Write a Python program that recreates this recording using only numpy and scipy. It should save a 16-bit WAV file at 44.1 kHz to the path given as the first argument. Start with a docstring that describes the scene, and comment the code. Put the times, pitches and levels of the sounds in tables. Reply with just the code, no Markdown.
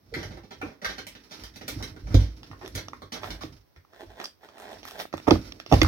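"""A hard plastic cup is trodden on, springs free, rolls on gritty wood, then cracks under two stamps.
Its wall pops as it bends and rings with every snap; its rim crunches grit as it rocks to and fro.
Before that, someone steps about the small room and shifts things: clothes rustle, shoes scuff, things knock.
The floorboards boom under each weight. It is all heard from a phone on the floor beside the cup,
so the cup sounds close and sharp, while the knocks further off come mostly as echo."""
import sys
import numpy as np
from scipy import signal
from scipy.fft import rfft, irfft
from scipy.io import wavfile
from scipy.ndimage import uniform_filter1d, minimum_filter1d

SR = 44100
rng = np.random.default_rng(int(sys.argv[2]) if len(sys.argv) > 2 else 0)


def persist_wave(psi):
    """Save psi, clipped to +-1, as 16-bit WAV."""
    counts = np.round(np.clip(psi, -1, 1) * 32767).astype(np.int16)
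    wavfile.write(sys.argv[1], SR, np.atleast_2d(counts).T)


N = 258867
TIME = np.arange(N) / SR
USUAL_DB = -40  # an ordinary touch; louder and softer ones are shaped relative to it

# tone of the quiet background: pitch_hz, level_db
AIR_TONE = [(18, 0), (30, -17), (71, 1), (199, -11.5), (319, -9), (2010, -21.5), (2980, -26.5),
            (5740, -22), (7270, -41.5), (16000, -24)]
# swells of rumble and hiss, from the person moving, and (at 5.349 and 5.439 s) the noise rising again just
# after the first stamp: peak_s, rise_s, fall_s, rumble_db, hiss_db
SWELLS = [(.26, 0.31, 0.28, -42.5, -55), (.66, 0.29, 0.14, -51.5, -57.5), (1.0, 0.15, 0.51, -58, -62),
          (1.42, 0.44, 0.29, -68, -50.5), (1.8, 0.37, 0.38, -42, -50.5), (2.2, 0.26, 0.14, -30, -45),
          (2.48, 1, 0.56, -53, -60), (2.76, 0.61, 0.51, -50, -54.5), (3.3, 0.22, 0.25, -46, -54),
          (3.53, 0.51, 0.16, -51.5, -60), (4.11, 0.3, 0.13, -65, -65), (4.75, 0.44, 1, -64.5, -58),
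          (5.349, 0.099, 0.13, -29, -44.5), (5.439, 0.42, 0.34, -52.5, -45.5),
          (5.762, 0.094, 0.66, -31, -39.5), (5.85, .08, .18, -24.5, -37.5)]
# tone of the deep rumble, like boards under shifting weight: pitch_hz, level_db
RUMBLE_TONE = [(25, -47.5), (42, -10.5), (54, -14), (72, -7), (95, -7.5), (135, -17), (200, -25),
               (500, -81.5)]
# tone of the murmur between rumble and hiss, like rubbing soles: pitch_hz, level_db
MURMUR_TONE = [(80, -11), (180, -3), (290, 8), (400, -5), (600, -5.5), (1000, -20), (3000, -37.5)]
# tone of the hiss, like rustling clothes: pitch_hz, level_db
HISS_TONE = [(300, -58.5), (800, 6.5), (1900, 6.5), (3000, 2.5), (5600, 8.5), (7500, -12.5), (12000, -7),
             (16000, -13.5)]
# hollow pops of bending plastic and wood: start_s, pitch_hz, level_db, echo_db
PANEL_POPS = [(.118, 450, -43, 15.5), (.142, 2020, -26.5, 9), (0.166, 355, -28.5, 2),
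              (0.617, 2400, -33.5, 10.5), (0.629, 302, -24, -4), (0.848, 1850, -24.5, 4),
              (2.146, 524, -20.5, -2), (2.147, 307, -20.5, -1), (.373, 345, -39.5, 1), (2.635, 374, -36, 6),
              (3.021, 1140, -38.5, 5), (3.411, 1160, -37.5, 9), (3.435, 415, -34, -1.5),
              (4.028, 340, -35.5, -6), (4.244, 4870, -24, -1), (4.245, 3230, -42, 5),
              (4.246, 5650, -28, -2), (4.256, 4940, -23, -16), (4.716, 684, -31.5, -26),
              (5.277, 583, -22, 9), (5.31, 914, -18, -27), (5.309, 268, -5.5, -34), (5.723, 743, -3.5, -13),
              (5.734, 582, -11, -13), (5.742, 396, -17.5, -15), (5.8154, 3840, -26, -3),
              (5.817, 2117, -6, -13), (5.833, 1490, -21, 0)]
# things bumped and set down further off: start_s, level_db, bright_db, scrape_s
FAR_KNOCKS = [(.139, -27, -9, 0.0016), (0.165, -44, -2, 0.055), (0.229, -34, -6.5, 0.002),
              (0.305, -49.5, -4.5, 0.03), (0.371, -41.5, -14, 0.0023), (0.433, -57.5, 2, 0.0053),
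              (0.507, -45, -1, 0.012), (.614, -27, -21, 0.0017), (0.647, -48, -8.5, 0.045),
              (.816, -37, -10, 0.012), (.845, -20.5, -11, 0.0046), (.885, -39, -0.5, 0.027),
              (0.98, -34, -4, 0.0058), (1.151, -50, 3, 0.0012), (1.61, -43, -2.5, 0.0067),
              (1.802, -40, -27.5, 0.0054), (1.962, -46.5, -10.5, 0.0042), (2.071, -49, -2, 0.001),
              (2.103, -43.5, -12, 0.035), (2.775, -33, -2, 0.0035), (3.019, -42, -6, 0.001),
              (3.15, -36.5, -12, 0.012), (3.171, -47, -16, 0.0019)]
# shoes scuffing the boards: start_s, level_db, top_db, scrape_s
SHOE_SCUFFS = [(1.067, -43.5, -4, 0.0015), (1.309, -47, -17, 0.022), (1.436, -44.5, -9, 0.0012),
               (1.559, -47, -8.5, 0.0017), (1.679, -35.5, -3.5, 0.0034), (1.825, -39, -9, 0.0043),
               (2.142, -34, -12.5, 0.002), (2.194, -48, -17, 0.039), (2.75, -37, -6, 0.0031),
               (3.12, -39, -12.5, 0.015), (3.304, -39.5, -12, 0.0015), (3.408, -46, -15, 0.013)]
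# hollow tone of knocked boxes and boards: pitch_hz, level_db
HOLLOW_TONE = [(200, 3.5), (330, 2), (480, -3), (700, -2.5), (900, -1.5), (1200, -4.5), (1600, 0.5),
               (1950, 1.5), (2800, -4), (3400, 1.5), (4300, -0.5), (6000, 0.5), (12000, 1.5)]
# weight landing on the floor: start_s, level_db, push_ms, place (0 = mid-board, 1 = at the cup)
FLOOR_THUDS = [(0.16, -24.5, 2.77, 0.88), (.243, -34.5, 4.6, .25), (.629, -39.5, 1.34, 0.9),
               (0.856, -33.5, 7.5, 0.34), (1.411, -45.5, 5.5, 0.06), (1.76, -29, 2.9, 0.47),
               (2.018, -16.5, 11, 0.37), (2.14, -9, 3.46, 0.22), (2.5, -33, 3, .7),
               (2.743, -29, 3.17, 0.46), (3.027, -35.5, 4.1, 0.69), (3.299, -20, 11, 0.52),
               (3.437, -33, 2.34, 0.72), (3.76, -33.5, 5.6, 1), (4.06, -32, 7.3, 0.56),
               (5.136, -31.5, 2.4, 0.98), (5.276, -29.5, 2.2, 0.28), (5.31, -19, 0.98, 0.77),
               (5.72, 2, 3, .9), (5.736, 0, 4.15, 0.94), (5.815, -16.5, 1.9, 0.92), (5.826, -14, 4.5, 1)]
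# notes the floor rings with: pitch_hz, ring_s, hit_mid_board_db, hit_at_cup_db
BOARD_NOTES = [(55.3, 0.38, 10.5, -32), (84.3, 0.14, -21, -3), (97.7, 0.23, 11, -10),
               (142.3, 0.22, -5.5, -6), (173, 0.27, -6.5, -27), (258.8, 0.19, 15, -4),
               (316.2, 0.11, 19, 15.5), (378, 0.033, -9, 20.5), (495, 0.099, -41, 24.5),
               (700, 0.089, -32, 23), (840, 0.074, -18, -28.5)]
# the sole slapping down on cup and floor: start_s, level_db, bright_db
SOLE_SLAPS = [(2.144, -32.5, -1), (5.1381, -31.5, -7), (5.274, -21, -29), (5.281, -18, -13.5),
              (5.31, -15, -11), (5.354, -32, -10), (5.715, -29.5, -5), (5.723, -22, 4.5),
              (5.732, -15, -5.5), (5.739, -23.5, 2)]
# notes the cup's wall rings with: pitch_hz, width_hz, level_db
CUP_NOTES = [(646, 72, -13), (1360, 200, -46), (1865, 72, -4), (2390, 810, -6), (3660, 710, -1),
             (5300, 760, -22.5)]
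# the cup's wall cracking or tapping the wood: start_s, level_db, bright_db, echo_db
CUP_CRACKS = [(2.432, -40, 0.5, -1), (2.514, -37.5, -12, 1), (2.532, -34.5, -33, 1.5),
              (2.613, -37.5, -24, 11.5), (2.661, -39.5, 2.5, -5), (2.884, -35, 4, -10),
              (2.933, -29.5, -15.5, -3.5), (3.2332, -28, -11.5, -1), (3.243, -32, -8, -2),
              (3.435, -32, -5, -6.5), (3.762, -44.5, -10.5, 4), (3.849, -50.5, -15, -8),
              (3.934, -47.5, -6, 0), (4.2, -28.5, -9, -3.5), (4.214, -35.5, -3, -4),
              (4.433, -44.5, -18, 2.5), (4.488, -43, -5, 0), (4.831, -42, 4, 1), (5, -27.5, -5, -7),
              (5.053, -30.5, -31, -22), (5.128, -35, -8, 4.5), (5.179, -36, -3, -4), (5.2, -40, -6, -17),
              (5.27, -27.5, -17, 13.5), (5.3082, -7, -3, -14.5), (5.522, -39.5, 12, -20),
              (5.6, -32, -0.5, -6.5), (5.663, -35.5, 0, -3.5), (5.8165, -9, -0.5, -13),
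              (5.847, -21.5, -15, 1)]
# grit and splinters snapping under the rim: start_s, level_db
SPLINTER_SNAPS = [(2.678, -31), (4.241, -28.5), (4.256, -29.5), (4.582, -39.5), (4.6, -36.5),
                  (4.621, -38.5), (4.713, -44), (4.853, -31.5), (4.885, -32), (4.91, -32), (5.172, -36.5),
                  (5.832, -16)]
# the cup grinding under the shoe, then rocking free: peak_s, rise_s, fall_s, level_db, bright_db
CUP_ROCKS = [(2.645, 0.037, 0.068, -43, -32), (3.245, 0.064, .22, -37.5, -8.5), (3.44, .06, .09, -52, 0),
             (4.02, .16, 0.085, -44, -16), (4.104, .04, 0.094, -46.5, -30), (4.196, 0.051, 0.12, -37, -17),
             (4.434, .04, 0.08, -51.5, -7), (4.702, 0.33, 0.14, -39.5, -37), (4.875, 0.057, 0.11, -51.5, 8),
             (4.955, 0.076, 0.065, -39.5, -14), (5.004, 0.042, 0.056, -36, 3.5)]
# tone of grit rubbing under the rim: pitch_hz, level_db
GRIT_RUB_TONE = [(100, -12), (330, 7), (700, 7), (1200, -4), (2200, -10), (3500, -13), (9000, -24)]
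# tone of the grit's fine ticks: pitch_hz, level_db
GRIT_TICK_TONE = [(1200, -4), (3000, -6.5), (5800, -6), (7500, -18.5), (12000, -11), (16000, -9)]
# how long the room's echo takes to fade by 60 dB: pitch_hz, ring_s
ROOM_RING = [(100, 0.13), (260, 0.28), (700, 0.13), (1840, 0.26), (4850, 0.17), (12800, 0.18)]
# how the phone's two microphones differ in tone: pitch_hz, left_minus_right_db
MIC_BALANCE = [(100, -0.5), (300, -3), (700, -0.5), (1500, 0), (5000, -2), (6500, -1.5), (8000, 12.5),
               (12000, 2), (16000, 4)]


def undb(db):
    """Turn decibels into a number to multiply by."""
    return 10 ** (np.asarray(db) / 20)


def unit(x):
    """Scale a sound to an average strength (rms) of 1."""
    return x / np.sqrt(np.mean(x ** 2))


def at_hz(points, hz):
    """Look up a value between the rows of a (pitch_hz, value) table, with octaves evenly spaced."""
    pitches, values = np.transpose(points)
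    return np.interp(np.log(hz + 1e-9), np.log(pitches), values)


def add(track, start_s, sound):
    """Mix a sound into the track at start_s."""
    i = int(start_s * SR)
    track[i:i + len(sound)] += sound[:N - i]


def colour(x, tone, size=2048):
    """Filter a sound so that it takes on a (pitch_hz, level_db) tone."""
    cepstrum = irfft(np.log(undb(at_hz(tone, np.arange(size // 2 + 1) * SR / size))))
    cepstrum[1:size // 2] *= 2  # fold in half, so the filter never rings ahead of a click
    cepstrum[size // 2 + 1:] = 0
    return signal.fftconvolve(x, irfft(np.exp(rfft(cepstrum))))[:len(x)]


def fade(t, ring_s):
    """A ring dying away: it drops 60 dB every ring_s."""
    return np.exp(-np.log(1000) * t / ring_s)


def swell(peak_s, rise_s, fall_s):
    """Loudness of one swell: it grows over rise_s and dies away over fall_s."""
    away = np.maximum((peak_s - TIME) / rise_s, (TIME - peak_s) / fall_s)
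    return np.maximum(1 - away, 0) ** 2


def grains(samples, per_s, spread_db):
    """Tiny clicks at random moments, a few much larger than the rest."""
    sizes = undb(spread_db * np.minimum(rng.exponential(size=samples), 4))
    return rng.standard_normal(samples) * sizes * (rng.random(samples) < per_s / SR)


def contact(db, body_db, bright_db, top_db, scrape_s, hold_s, snap, rise_s, size=8192):
    """One touch: a click, then a spray of tiny slips. Harder surfaces sound brighter."""
    t = np.arange(1, size + 1) / SR
    spray = grains(size, 9000, 0.93) * np.exp(-t / max(scrape_s, .0003)) * (1 - np.exp(-t / rise_s))
    spray /= np.sqrt(np.sum(spray ** 2)) + 1e-9
    spray[0] += snap
    spray *= np.sqrt((hold_s + scrape_s / 2) * SR / np.sum(spray ** 2))  # longer touch, more energy
    widths_hz = np.array([420, 1700, 3500, 6000])  # four bands, from low to high
    band_db = db + np.array([body_db, 0, bright_db, top_db])
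    body, mid, bright, top = band_db + 10 * np.log10(SR / 2 / widths_hz)
    tone = [(40, body - 28), (150, body - 8), (310, body), (750, (body + mid) / 2 + 1), (1400, mid),
            (3100, bright), (5800, bright), (7500, top - 1), (12000, top + 1), (16000, top - 3)]
    return colour(spray, tone)


def room(x, size=32768):
    """Echo of a small bare room: left and right are alike in the bass and unrelated in the treble."""
    t, hz = np.arange(size) / SR, np.arange(size // 2 + 1) * SR / size
    mid, side = rfft(rng.standard_normal((2, size)))
    apart = np.pi / 4 * np.clip(hz / 750, 0, 1)
    stereo = mid * np.cos(apart) + side * np.sin(apart) * np.array([[1], [-1]])
    octave = np.clip(np.log2((hz + 1) / 100), 0, 7)
    echo = 0
    for k in range(8):
        band = np.maximum(1 - abs(octave - k), 0)
        ring_s = at_hz(ROOM_RING, 100 * 2 ** k)
        tail = irfft(stereo * band) * fade(t, ring_s) * (1 - np.exp(-t / 0.003))  # builds, then fades
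        echo = echo + tail * np.sqrt(2 * np.mean(band ** 2) / np.sum(tail ** 2))
    return signal.fftconvolve(x[None], echo, axes=1)[:, :N]


def direct(x, left_db, lag):
    """The straight path: the left side differs by left_db and is lag samples late (early if negative)."""
    left = np.pad(x, (max(lag, 0), 0))[:N]
    right = np.pad(x, (max(-lag, 0), 0))[:N]
    return np.array([undb(left_db) * left, right]) * 2 / (1 + undb(left_db))


def nearby(x, left_db, size=256):
    """A close sound: the straight path plus quick bounces off floor and shoe, different on each side."""
    tone = [(300, 0.5), (1200, 15.5), (16000, -12)]
    bounces = np.array([colour(rng.standard_normal(size), tone) for _ in range(2)])
    bounces *= np.exp(-np.arange(size) / SR / .0012)
    bounces *= undb(-5) / np.linalg.norm(bounces, axis=1, keepdims=True)
    scattered = signal.fftconvolve(x[None], bounces, axes=1)[:, :N]
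    scattered *= undb([[left_db / 2], [-left_db / 2]])
    return undb(-3.5) * (direct(x, left_db, lag=7) + scattered)


def still_air():
    """The faint, steady hush of the room."""
    return np.array([unit(colour(rng.standard_normal(N), AIR_TONE)) for _ in range(2)]) * undb(-65)


def rumble_and_hiss():
    """Swells of noise stand for the person moving, and for the noise rising again just after the first stamp."""
    rumble_gain, hiss_gain = np.zeros(N), np.zeros(N)
    for peak_s, rise_s, fall_s, rumble_db, hiss_db in SWELLS:
        shape = swell(peak_s, rise_s, fall_s)
        rumble_gain = np.maximum(rumble_gain, undb(rumble_db) * shape)
        hiss_gain = np.maximum(hiss_gain, undb(hiss_db) * shape)
    murmur_gain = rumble_gain ** 0.29 * hiss_gain ** 0.71  # follows the hiss more than the rumble
    rumble = unit(colour(rng.standard_normal(N), RUMBLE_TONE)) * rumble_gain * undb(3)
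    murmur = unit(room(colour(grains(N, per_s=1100, spread_db=2), MURMUR_TONE))) * murmur_gain * undb(3)
    hiss = unit(room(colour(grains(N, per_s=1200, spread_db=7.5), HISS_TONE))) * hiss_gain
    return direct(rumble, -0.11, lag=-20) + murmur + hiss * undb([[-1.5], [1.5]])


def pops():
    """A panel of plastic or wood buckles and rings briefly; its pitch sags as it relaxes."""
    near, to_room, t = np.zeros(N), np.zeros(N), np.arange(SR // 4) / SR
    for start_s, hz, db, echo_db in PANEL_POPS:
        dying = fade(t, ring_s=.03 * (hz / 1000) ** -0.65)  # smaller, higher panels stop sooner
        pitch_hz = hz * (1 + 0.063 * (dying - .5))
        phase = 2 * np.pi * np.cumsum(pitch_hz) / SR
        ring = undb(db) * dying * (1 - np.exp(-t * hz * 2)) * np.sin(phase)
        add(near, start_s, ring)
        add(to_room, start_s, ring * undb(echo_db))
    return direct(near, -2.5, lag=7) + room(to_room)


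def knocks_and_scuffs():
    """Things are set down and shoes scuff further off, so they are heard mostly as echo."""
    track = np.zeros(N)
    touch = dict(hold_s=0.0062, snap=0.1, rise_s=0.0013)
    for start_s, db, bright_db, scrape_s in FAR_KNOCKS:
        body_db = -3.5 - 1.05 * (db - USUAL_DB)  # a harder blow adds clack, not boom
        top_db = -21 + 0.6 * bright_db  # harder surfaces add the highest treble
        add(track, start_s, contact(db, body_db, bright_db, top_db, scrape_s, **touch))
    for start_s, db, top_db, scrape_s in SHOE_SCUFFS:
        scuff = contact(db, body_db=-1, bright_db=3, top_db=top_db, scrape_s=scrape_s, **touch)
        add(track, start_s, scuff)
    track = colour(track, HOLLOW_TONE)
    return undb(-5.5) * direct(track, 0.27, lag=-18) + undb(1.0) * room(track)


def floor_thuds():
    """Each weight pushes the boards for a moment; a longer push leaves only the deep notes."""
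    track, t = np.zeros(N), np.arange(SR // 2) / SR
    hz, ring_s, mid_board_db, at_cup_db = np.transpose(BOARD_NOTES)[:, :, None]
    signs = (-1) ** np.arange(len(hz))[:, None]  # every other note starts the opposite way
    notes = np.sin(2 * np.pi * hz * t) * fade(t, ring_s) * signs
    for start_s, db, push_ms, place in FLOOR_THUDS:
        push = np.exp(-np.pi * (t * 1000 / push_ms - 1) ** 2)
        note_db = db + mid_board_db + place * (at_cup_db - mid_board_db)
        ring = np.sum(notes * undb(note_db), axis=0)
        add(track, start_s, signal.fftconvolve(push / push.sum(), ring)[:len(t)])
    return direct(track, -1.5, lag=-14) + undb(-27.5) * room(track)


def slaps():
    """The rubber sole lands on cup and floor with a soft, low smack."""
    for start_s, db, bright_db in SOLE_SLAPS:
        slap = contact(db, body_db=17, bright_db=bright_db, top_db=-12 + .6 * bright_db,
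                       scrape_s=0.0027, hold_s=0.00017, snap=0.14, rise_s=0.0024)
        yield start_s, slap, -8.5


def cup_wall(x):
    """The cup's wall rings along with whatever touches it."""
    ring = sum(undb(db) * signal.lfilter(*signal.iirpeak(hz, hz / width_hz, SR), x)
               for hz, width_hz, db in CUP_NOTES)
    return undb(-3.0) * (x + ring)


def cup_hits(hits):
    """Each hit (start_s, sound, echo_db) rings the cup close by and spills into the room."""
    near, to_room = np.zeros(N), np.zeros(N)
    for start_s, sound, echo_db in hits:
        add(near, start_s, sound)
        add(to_room, start_s, sound * undb(echo_db))
    return nearby(cup_wall(near), left_db=-6.5) + room(cup_wall(to_room))


def cracks():
    """The plastic cracks or taps the wood; stronger cracks run further and last longer."""
    for start_s, db, bright_db, echo_db in CUP_CRACKS:
        scrape_s = 0.001 * undb(0.17 * (db - USUAL_DB))
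        crack = contact(db, body_db=-6, bright_db=bright_db, top_db=-19 + 0.6 * bright_db,
                        scrape_s=scrape_s, hold_s=0.00061, snap=0.6, rise_s=0.00017)
        yield start_s, crack, echo_db


def rolling():
    """The rim rocks to and fro, crushing dust and grit."""
    rub = unit(colour(grains(N, per_s=1800, spread_db=4.2), GRIT_RUB_TONE))
    ticks = unit(colour(grains(N, per_s=2000, spread_db=1.6), GRIT_TICK_TONE))
    crunch = sum((rub + undb(bright_db) * ticks) * undb(db) * swell(peak_s, rise_s, fall_s)
                 for peak_s, rise_s, fall_s, db, bright_db in CUP_ROCKS)
    track = cup_wall(crunch)
    return nearby(track, left_db=-4) + undb(-5.0) * room(track)


def splinters():
    """Grit and splinters snap under the rim; big ones burst towards the phone and have less echo."""
    for start_s, db in SPLINTER_SNAPS:
        tick = contact(db, body_db=-21.5, bright_db=-6.5, top_db=-7,
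                       scrape_s=0.00034, hold_s=0.00061, snap=0.6, rise_s=0.00017)
        echo_db = -1.5 - 0.56 * (db - USUAL_DB)
        yield start_s, tick, echo_db


def scene():
    """All the sounds together; the background is a little louder on the right."""
    background = (still_air() + knocks_and_scuffs() + rumble_and_hiss()) * undb([[-1.2], [1.2]])
    cup = cup_hits([*cracks(), *splinters(), *slaps()])
    return background + cup + pops() + floor_thuds() + rolling()


def record(dry):
    """The phone tints each side, drops the deepest bass, turns loud peaks down and cuts the very top."""
    low_cut_hz, high_cut_hz, ceiling = 42, 15900, .95
    heard = np.array([colour(x, [(hz, side * db / 2) for hz, db in MIC_BALANCE])
                      for x, side in zip(dry, (1, -1))])
    thinned = signal.sosfilt(signal.butter(6, low_cut_hz, "highpass", fs=SR, output="sos"), heard)
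    safe_gain = ceiling / np.maximum(abs(thinned).max(axis=0), ceiling)
    gain = uniform_filter1d(minimum_filter1d(safe_gain, size=221), size=221)  # smoothed over 5 ms
    return signal.sosfilt(signal.ellip(8, .2, 70, high_cut_hz, fs=SR, output="sos"), thinned * gain)


dry = scene()
out = record(dry)
persist_wave(out)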